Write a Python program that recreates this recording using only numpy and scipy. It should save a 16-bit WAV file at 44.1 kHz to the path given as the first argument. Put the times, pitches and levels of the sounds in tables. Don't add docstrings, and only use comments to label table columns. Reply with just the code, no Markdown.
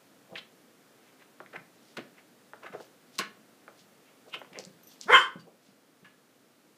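import sys
import numpy as np
from scipy import signal
from scipy.fft import rfft, irfft, next_fast_len
from scipy.io import wavfile
from scipy.ndimage import uniform_filter1d, minimum_filter1d

SR = 44100
rng = np.random.default_rng(int(sys.argv[2]) if len(sys.argv) > 2 else 0)


def persist_wave(psi):
    counts = np.round(np.clip(psi, -1, 1) * 32767).astype(np.int16)
    wavfile.write(sys.argv[1], SR, np.atleast_2d(counts).T)


N = 298557

# f/Hz, relative density/dB
HUSH_SPECTRUM = [(15, -60), (25, -43), (90, -27), (109, -10), (186, -4.5), (264, 0.5), (383, -5.5),
                 (475, -4), (515, -5.5), (621, -7.5), (1000, -13.5), (1310, -11.5), (2430, -17),
                 (4260, -19.5), (15000, -25.5)]
# f/Hz, t60/s
ROOM_T60 = [(150, 0.5), (500, .33), (1100, 0.32), (3300, 0.27), (10000, 0.22)]
# f/Hz, relative level/dB
WALL_MODES = [(515, -9), (1007, -9.5), (1080, -5), (1147, 3), (1441, -2), (1484, 1), (1598, -8),
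              (1694, -10), (1853, 3.5), (2034, -3.5), (2182, -6), (3098, -0.5), (3288, -5.5)]
# t/s, level/dB, brightest f/Hz
FAR_KNOCKS = [(5.396, -50, 4600), (6.047, -48.5, 1900)]
# f/Hz, relative level/dB, t60/s
METAL_MODES = [(1700, -1, 0.22), (2860, -2, .26), (4630, -1, 0.13)]
# t/s, level/dB
TAG_SHAKES = [(2.81, -64), (2.85, -62), (4.39, -60), (4.833, -55), (4.8715, -46.5), (4.935, -60)]
# f/Hz, relative level/dB, t60/s
TAG_MODES = [(6040, -8, .12), (8500, -16, 0.078), (12100, -13, .2), (13270, -0.5, .07)]
# peak t/s, level/dB, length/s
CARPET_SWISHES = [(1.89, -64.5, .4), (2.822, -59.5, .17), (3.158, -55.5, .08), (3.8, -60, .12),
                  (4.296, -61, .06), (4.6, -50, .045), (4.92, -58.5, .18), (5.035, -49.5, .08),
                  (5.405, -57.5, .06), (5.67, -63.5, .2)]
# t/s, level/dB
LOW_THUDS = [(.32, -36), (1.416, -47), (1.574, -39), (1.976, -47), (2.70, -40.5), (2.737, -40),
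             (3.192, -27.5), (3.811, -45.5), (4.335, -47), (4.516, -41.5), (4.586, -36.5), (4.668, -36),
             (5.057, -33), (5.355, -27), (5.372, -36), (5.41, -44), (5.685, -40.5), (6.026, -39)]
# peak t/s, level/dB, length/s
BALL_SHOVES = [(.334, -46, 0.096), (1.55, -44.5, 0.041), (2.65, -48.5, 0.064), (2.748, -39.5, 0.055),
               (2.807, -43, .028), (4.28, -47.5, 0.039), (4.365, -50.5, 0.089), (4.58, -42, 0.098),
               (5.485, -52, 0.12)]
# peak t/s, level/dB, rise/s, fall/s, centre f/Hz, width/octaves
BALL_SCUFFS = [(.361, -37.5, 0.0098, 0.025, 2200, .5), (.383, -40, 0.024, 0.023, 3230, 0.39),
               (1.089, -64, .11, .063, 2200, 0.72), (1.224, -57.5, 0.045, 0.031, 1900, .8),
               (1.533, -48, 0.0065, 0.051, 1600, 0.64), (1.563, -38.5, 0.016, 0.011, 1750, 0.53),
               (2.19, -54.5, .035, 0.026, 2100, 0.56), (2.637, -47, 0.017, 0.041, 1170, 1),
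               (2.668, -42, 0.022, 0.022, 1600, 0.62), (2.726, -49.5, .004, 0.076, 1300, 0.93),
               (4.09, -67, .12, 0.093, 2480, 0.43), (4.343, -33.5, 0.018, 0.031, 2810, 0.29),
               (4.531, -50, 0.0024, 0.022, 1700, 1), (4.559, -49, .025, 0.088, 2230, .4),
               (6.047, -54, 0.0033, 0.092, 1700, 0.83)]
# t/s, level/dB
BALL_TAPS = [(1.403, -31.5), (1.561, -34.5), (2.5344, -31), (2.7473, -37.5), (2.802, -40.5), (3.6797, -35),
             (4.416, -33), (4.447, -42.5)]
# t/s, level/dB, centre f/Hz
CLAW_CLICKS = [(.3559, -27.5, 2600), (.3592, -33, 1900), (1.4618, -37.5, 1700), (3.184, -23, 4800),
               (4.342, -31, 1900), (4.5882, -23, 4180), (4.6395, -36, 4220), (4.6508, -29.5, 5300),
               (5.013, -22.5, 6000)]
# t/s, slap level/dB, slap f/Hz, thump level/dB, thump f/Hz, ping level/dB
PAW_SWIPES = [(1.97, -38, 1600, -36, 283, -63), (3.188, -24.5, 3296, -41, 425, -34.5)]
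# t/s, pitch/Hz, level/dB, roughness/0-1
BARK_CONTOUR = [(5.069, 279.6, -63, 0.26), (5.086, 340.5, -33.5, .25), (5.105, 474.4, -20.5, .6),
                (5.121, 549.8, -22, 0.95), (5.133, 517.2, -14.5, 0.9), (5.145, 534.6, -8.5, .4),
                (5.153, 513, -7.5, .58), (5.18, 386.3, -24.5, .97), (5.2, 350, -58, 1)]
# t/s, opening/0-1
JAW_OPENING = [(5.103, 0.13), (5.156, .95)]
# f/Hz, width/Hz, gain per pass/dB
MOUTH_SHAPES = [
    [(492, 210, 1), (1280, 680, 2), (1800, 420, -2.5)],
    [(476, 150, -5), (1013, 280, 0.5), (1460, 390, 2), (2100, 360, 2.5), (2720, 300, -7), (3380, 400, -8)],
    [(1090, 230, 1.5), (1494, 580, -1), (1900, 300, 0), (2650, 570, -6), (3194, 210, -0.5),
     (7200, 420, -14)],
]
# f/Hz, relative density/dB
RASP_SPECTRUM = [(180, -56.5), (300, -17), (430, -22.5), (515, -16), (726, -30.5), (1080, -10), (1250, -10),
                 (1470, -14.5), (2100, -16.5), (2320, -28.5), (2820, -25), (3170, -12), (3860, -41),
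                 (7060, -36), (15000, -54.5)]
# f/Hz, relative density/dB
TEETH_SPECTRUM = [(2060, -31.5), (3500, -3.5), (3810, -15.5), (5430, -11.5), (5980, -20.5), (7180, -17.5),
                  (8890, -19.5), (15000, -35)]


def amp(db):
    return 10 ** (np.asarray(db) / 20)


def unit_rms(x):
    return x / np.sqrt(np.mean(x ** 2) + 1e-20)


def seconds(size):
    return np.arange(size) / SR


def fade(t, t60):
    return np.exp(-np.log(1000) * t / t60)


def along(points, hz):
    f, values = np.transpose(points)
    return np.interp(np.log(hz + 1), np.log(f + 1), values)


def wobble(rate):
    knots = rng.standard_normal(N // 8)
    return np.interp(seconds(N) * rate, np.arange(len(knots)), knots)


def filtered(x, response):
    size = next_fast_len(len(x) + SR // 8)
    return irfft(rfft(x, size) * response(np.fft.rfftfreq(size, 1 / SR)), size)[:len(x)]


def air_noise(spectrum, flutter=1):
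    return unit_rms(filtered(rng.standard_normal(N) * flutter, lambda f: amp(along(spectrum, f))))


def resonances(modes, f):
    return sum((-1) ** k * amp(db) * 1j * f * width / (hz * hz - f * f + 1j * f * width)
               for k, (hz, width, db) in enumerate(modes))


def hump(f, centre_hz, octaves, skirt=2.5):
    return (1 + (np.log2((f + 1) / centre_hz) / octaves) ** 2 / skirt) ** -skirt


def metal_tone(hz, t60, blur):
    t = seconds(SR // 3)
    phase = 2 * np.pi * hz * t + blur * np.cumsum(rng.standard_normal(len(t)))
    return np.sin(phase) * fade(t, t60)


def add(track, at, sound):
    part = track[max(round(at * SR), 0):][:len(sound)]
    part += sound[:len(part)]


def stroke(at, db, rise_s, fall_s, hz, octaves, grain_db=3):
    out, t = np.zeros(N), seconds(SR // 2) - 1 / 4
    slips = amp(grain_db * np.repeat(rng.standard_normal(len(t) // 45), 45))
    friction = unit_rms(filtered(rng.standard_normal(len(t)) * slips, lambda f: hump(f, hz, octaves)))
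    swell = 10 ** -np.where(t < 0, -t / rise_s, t / fall_s)
    add(out, at + t[0], amp(db) * swell * friction)
    return out


def sweeps(rows, hz, octaves, rise_share):
    return sum(stroke(at, db, rise_share * length, (1 - rise_share) * length, hz, octaves)
               for at, db, length in rows)


def contacts(rows, octaves, size=2048, cycles=9, smear=0.91):
    out, f, t = np.zeros(N), np.fft.rfftfreq(size, 1 / SR), seconds(size)
    for at, db, hz in rows:
        grit = rng.standard_normal(size) * fade(t, cycles / hz)
        contact = (t == 0) + smear * grit / np.linalg.norm(grit)
        cepstrum = irfft(np.log(hump(f, hz, octaves, skirt=8.4) + 1e-6))
        response = np.exp(rfft(2 * cepstrum[:size // 2], size))
        push = irfft(response * rfft(contact))
        add(out, at, amp(db) * push / np.abs(push).max())
    return out


def hush(level_db=-60.5):
    return amp(level_db) * air_noise(HUSH_SPECTRUM)


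def room(x, wet_db, modes_db, dull_hz, build_s=0.0016):
    hz, frames, noise = signal.stft(rng.standard_normal(SR // 2), SR, nperseg=256)
    tail = signal.istft(noise * fade(frames, along(ROOM_T60, hz)[:, None]), SR, nperseg=256)[1]
    t = seconds(len(tail))
    tail *= 1 - np.exp(-(t / build_s) ** 2)
    tail = filtered(tail / np.linalg.norm(tail), lambda f: 1 / np.sqrt(1 + (f / dull_hz) ** 4))
    ring = sum(amp(db) * np.sin(2 * np.pi * f * t) * fade(t, along(ROOM_T60, f)) for f, db in WALL_MODES)
    response = amp(wet_db) * tail + amp(modes_db) * ring / np.linalg.norm(ring)
    return x + signal.fftconvolve(x, response)[:N]


def clinks():
    out = np.zeros(N)
    for at, db, bright_hz in FAR_KNOCKS:
        for hz, mode_db, t60 in METAL_MODES:
            strength = amp(db + mode_db) * hump(hz, bright_hz, octaves=.6)
            add(out, at, strength * metal_tone(hz, t60, blur=0.037))
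    return out


def collar(bounce_s=.018, bounce_db=-9, bounces=3):
    out = np.zeros(N)
    for start, db in TAG_SHAKES:
        for k in range(bounces):
            at = start + bounce_s * k * rng.uniform(.5, 1)
            for hz, mode_db, t60 in TAG_MODES:
                tone = metal_tone(hz, t60, blur=.14)
                add(out, at, amp(db + mode_db + k * bounce_db + rng.normal(0, 2)) * tone)
    return out


def swishes():
    return sweeps(CARPET_SWISHES, hz=4150, octaves=0.9, rise_share=.5)


def low_thuds(boom_hz=180, scatter_octaves=.12, t60=0.052, attack_s=.004, puff_db=-10, puff_hz=320):
    out, t = np.zeros(N), seconds(SR // 4)
    envelope = fade(t, t60) * (1 - np.exp(-t / attack_s))
    for at, db in LOW_THUDS:
        puff = unit_rms(filtered(rng.standard_normal(len(t)), lambda f: hump(f, puff_hz, octaves=.9)))
        hz = boom_hz * 2 ** (scatter_octaves * rng.standard_normal())
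        boom = np.sin(2 * np.pi * hz * t)
        add(out, at, amp(db) * (boom + amp(puff_db) * puff) * envelope)
    return signal.sosfilt(signal.butter(2, 115, "highpass", fs=SR, output="sos"), out)


def shoves():
    return sweeps(BALL_SHOVES, hz=507, octaves=0.59, rise_share=0.55)


def scuffs(skin_db=-7.5):
    out = np.zeros(N)
    for at, db, rise_s, fall_s, hz, octaves in BALL_SCUFFS:
        out += stroke(at, db, rise_s, fall_s, hz, octaves)
        out += stroke(at, db + skin_db, rise_s, fall_s, hz / 2, octaves=1.24)
    return out


def taps(tap_hz=1060, swell_s=.004, hollow_db=-15.5):
    dull = contacts([(at, db, tap_hz) for at, db in BALL_TAPS], octaves=0.9)
    hollow = sum(stroke(at + swell_s, db + hollow_db, swell_s, fall_s=0.02, hz=510, octaves=0.76)
                 for at, db in BALL_TAPS)
    return dull + hollow


def clicks():
    return contacts(CLAW_CLICKS, octaves=.62)


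def swipes(rise_s=.003, lag_s=.012, slide_db=-6.5):
    out = np.zeros(N)
    for at, db, slap_hz, thump_db, thump_hz, ping_db in PAW_SWIPES:
        slap = stroke(at, db, rise_s, fall_s=0.0196, hz=slap_hz, octaves=1.13)
        slide = stroke(at + lag_s, db + slide_db, lag_s, fall_s=0.056, hz=1800, octaves=0.75)
        thump = stroke(at + lag_s, thump_db, lag_s, fall_s=0.034, hz=thump_hz, octaves=0.79)
        ping = stroke(at + rise_s, ping_db, rise_s, fall_s=0.031, hz=1040, octaves=0.14)
        out += slap + slide + thump + ping
    return out


def vocal_folds(phase, rough, shimmer_db=4, pattern_db=-12):
    pulses = sum(np.cos(k * phase) for k in range(1, 20))
    pattern = 1 + 2 * amp(pattern_db) * rough * (np.cos(phase / 2) + np.cos(phase / 3))
    return pulses * pattern * amp(shimmer_db * rough * wobble(500))


def mouth(folds, jaw):
    voice = np.zeros(N)
    for k, shape in enumerate(MOUTH_SHAPES):
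        shaped = filtered(folds, lambda f: resonances(shape, f) ** 2)
        voice += np.clip(1 - np.abs(2 * jaw - k), 0, 1) * shaped
    power = uniform_filter1d(uniform_filter1d(voice ** 2, size=440), size=440)
    return voice / np.sqrt(np.abs(power) + 1e-6)


def bark(jitter=.11, rasp_db=-7, chest_db=-33, neck_db=-9, hiss_db=-39, hiss_at=5.172, hiss_s=0.059):
    t = seconds(N)
    times, *columns = np.transpose(BARK_CONTOUR)
    pitch, level_db, rough = [np.interp(t, times, column) for column in columns]
    jaw = np.interp(t, *np.transpose(JAW_OPENING))
    sounding = (t > times[0]) & (t < times[-1])
    phase = 2 * np.pi * np.cumsum(pitch * (1 + jitter * rough * wobble(450))) / SR
    voice = mouth(sounding * vocal_folds(phase, rough), jaw)
    puffs = 1 + .6 * np.cos(phase)
    rasp = amp(rasp_db) * np.sqrt(jaw) * air_noise(RASP_SPECTRUM, puffs)
    hiss = amp(hiss_db) * np.exp(-((t - hiss_at) / hiss_s) ** 2) * air_noise(TEETH_SPECTRUM)
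    chest = amp(chest_db) * np.sin(phase / 3)
    neck = amp(neck_db) * (1 - jaw) ** 2 * np.cos(phase)
    return amp(level_db) * sounding * (voice + neck + rough * (rasp + chest)) + hiss


def scene():
    rubs = shoves() + swishes() + scuffs() + swipes() + collar()
    rubs = room(rubs, wet_db=-8.5, modes_db=-30.0, dull_hz=6000)
    knocks = room(taps() + clicks() + low_thuds() + clinks(), wet_db=-7, modes_db=-29.5, dull_hz=10000)
    yap = room(bark(), wet_db=-3.5, modes_db=-21, dull_hz=12000)
    return (rubs + knocks + yap + hush())[None]


def record(dry, ceiling=.7, duck_db=3.5, recovery_db_per_s=0.64, top_hz=15400):
    mic = dry[0]
    excess_db = 20 * np.log10(np.maximum(np.abs(mic) / ceiling, 1))
    limiter_db = minimum_filter1d(-excess_db, size=160)
    recovery_db = recovery_db_per_s * seconds(N)
    held_db = np.minimum.accumulate(np.maximum(limiter_db, -duck_db) - recovery_db) + recovery_db
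    gain_db = uniform_filter1d(np.minimum(limiter_db, held_db), size=160)
    return filtered(mic * amp(gain_db), lambda f: f < top_hz)[None]


dry = scene()
out = record(dry)
persist_wave(out)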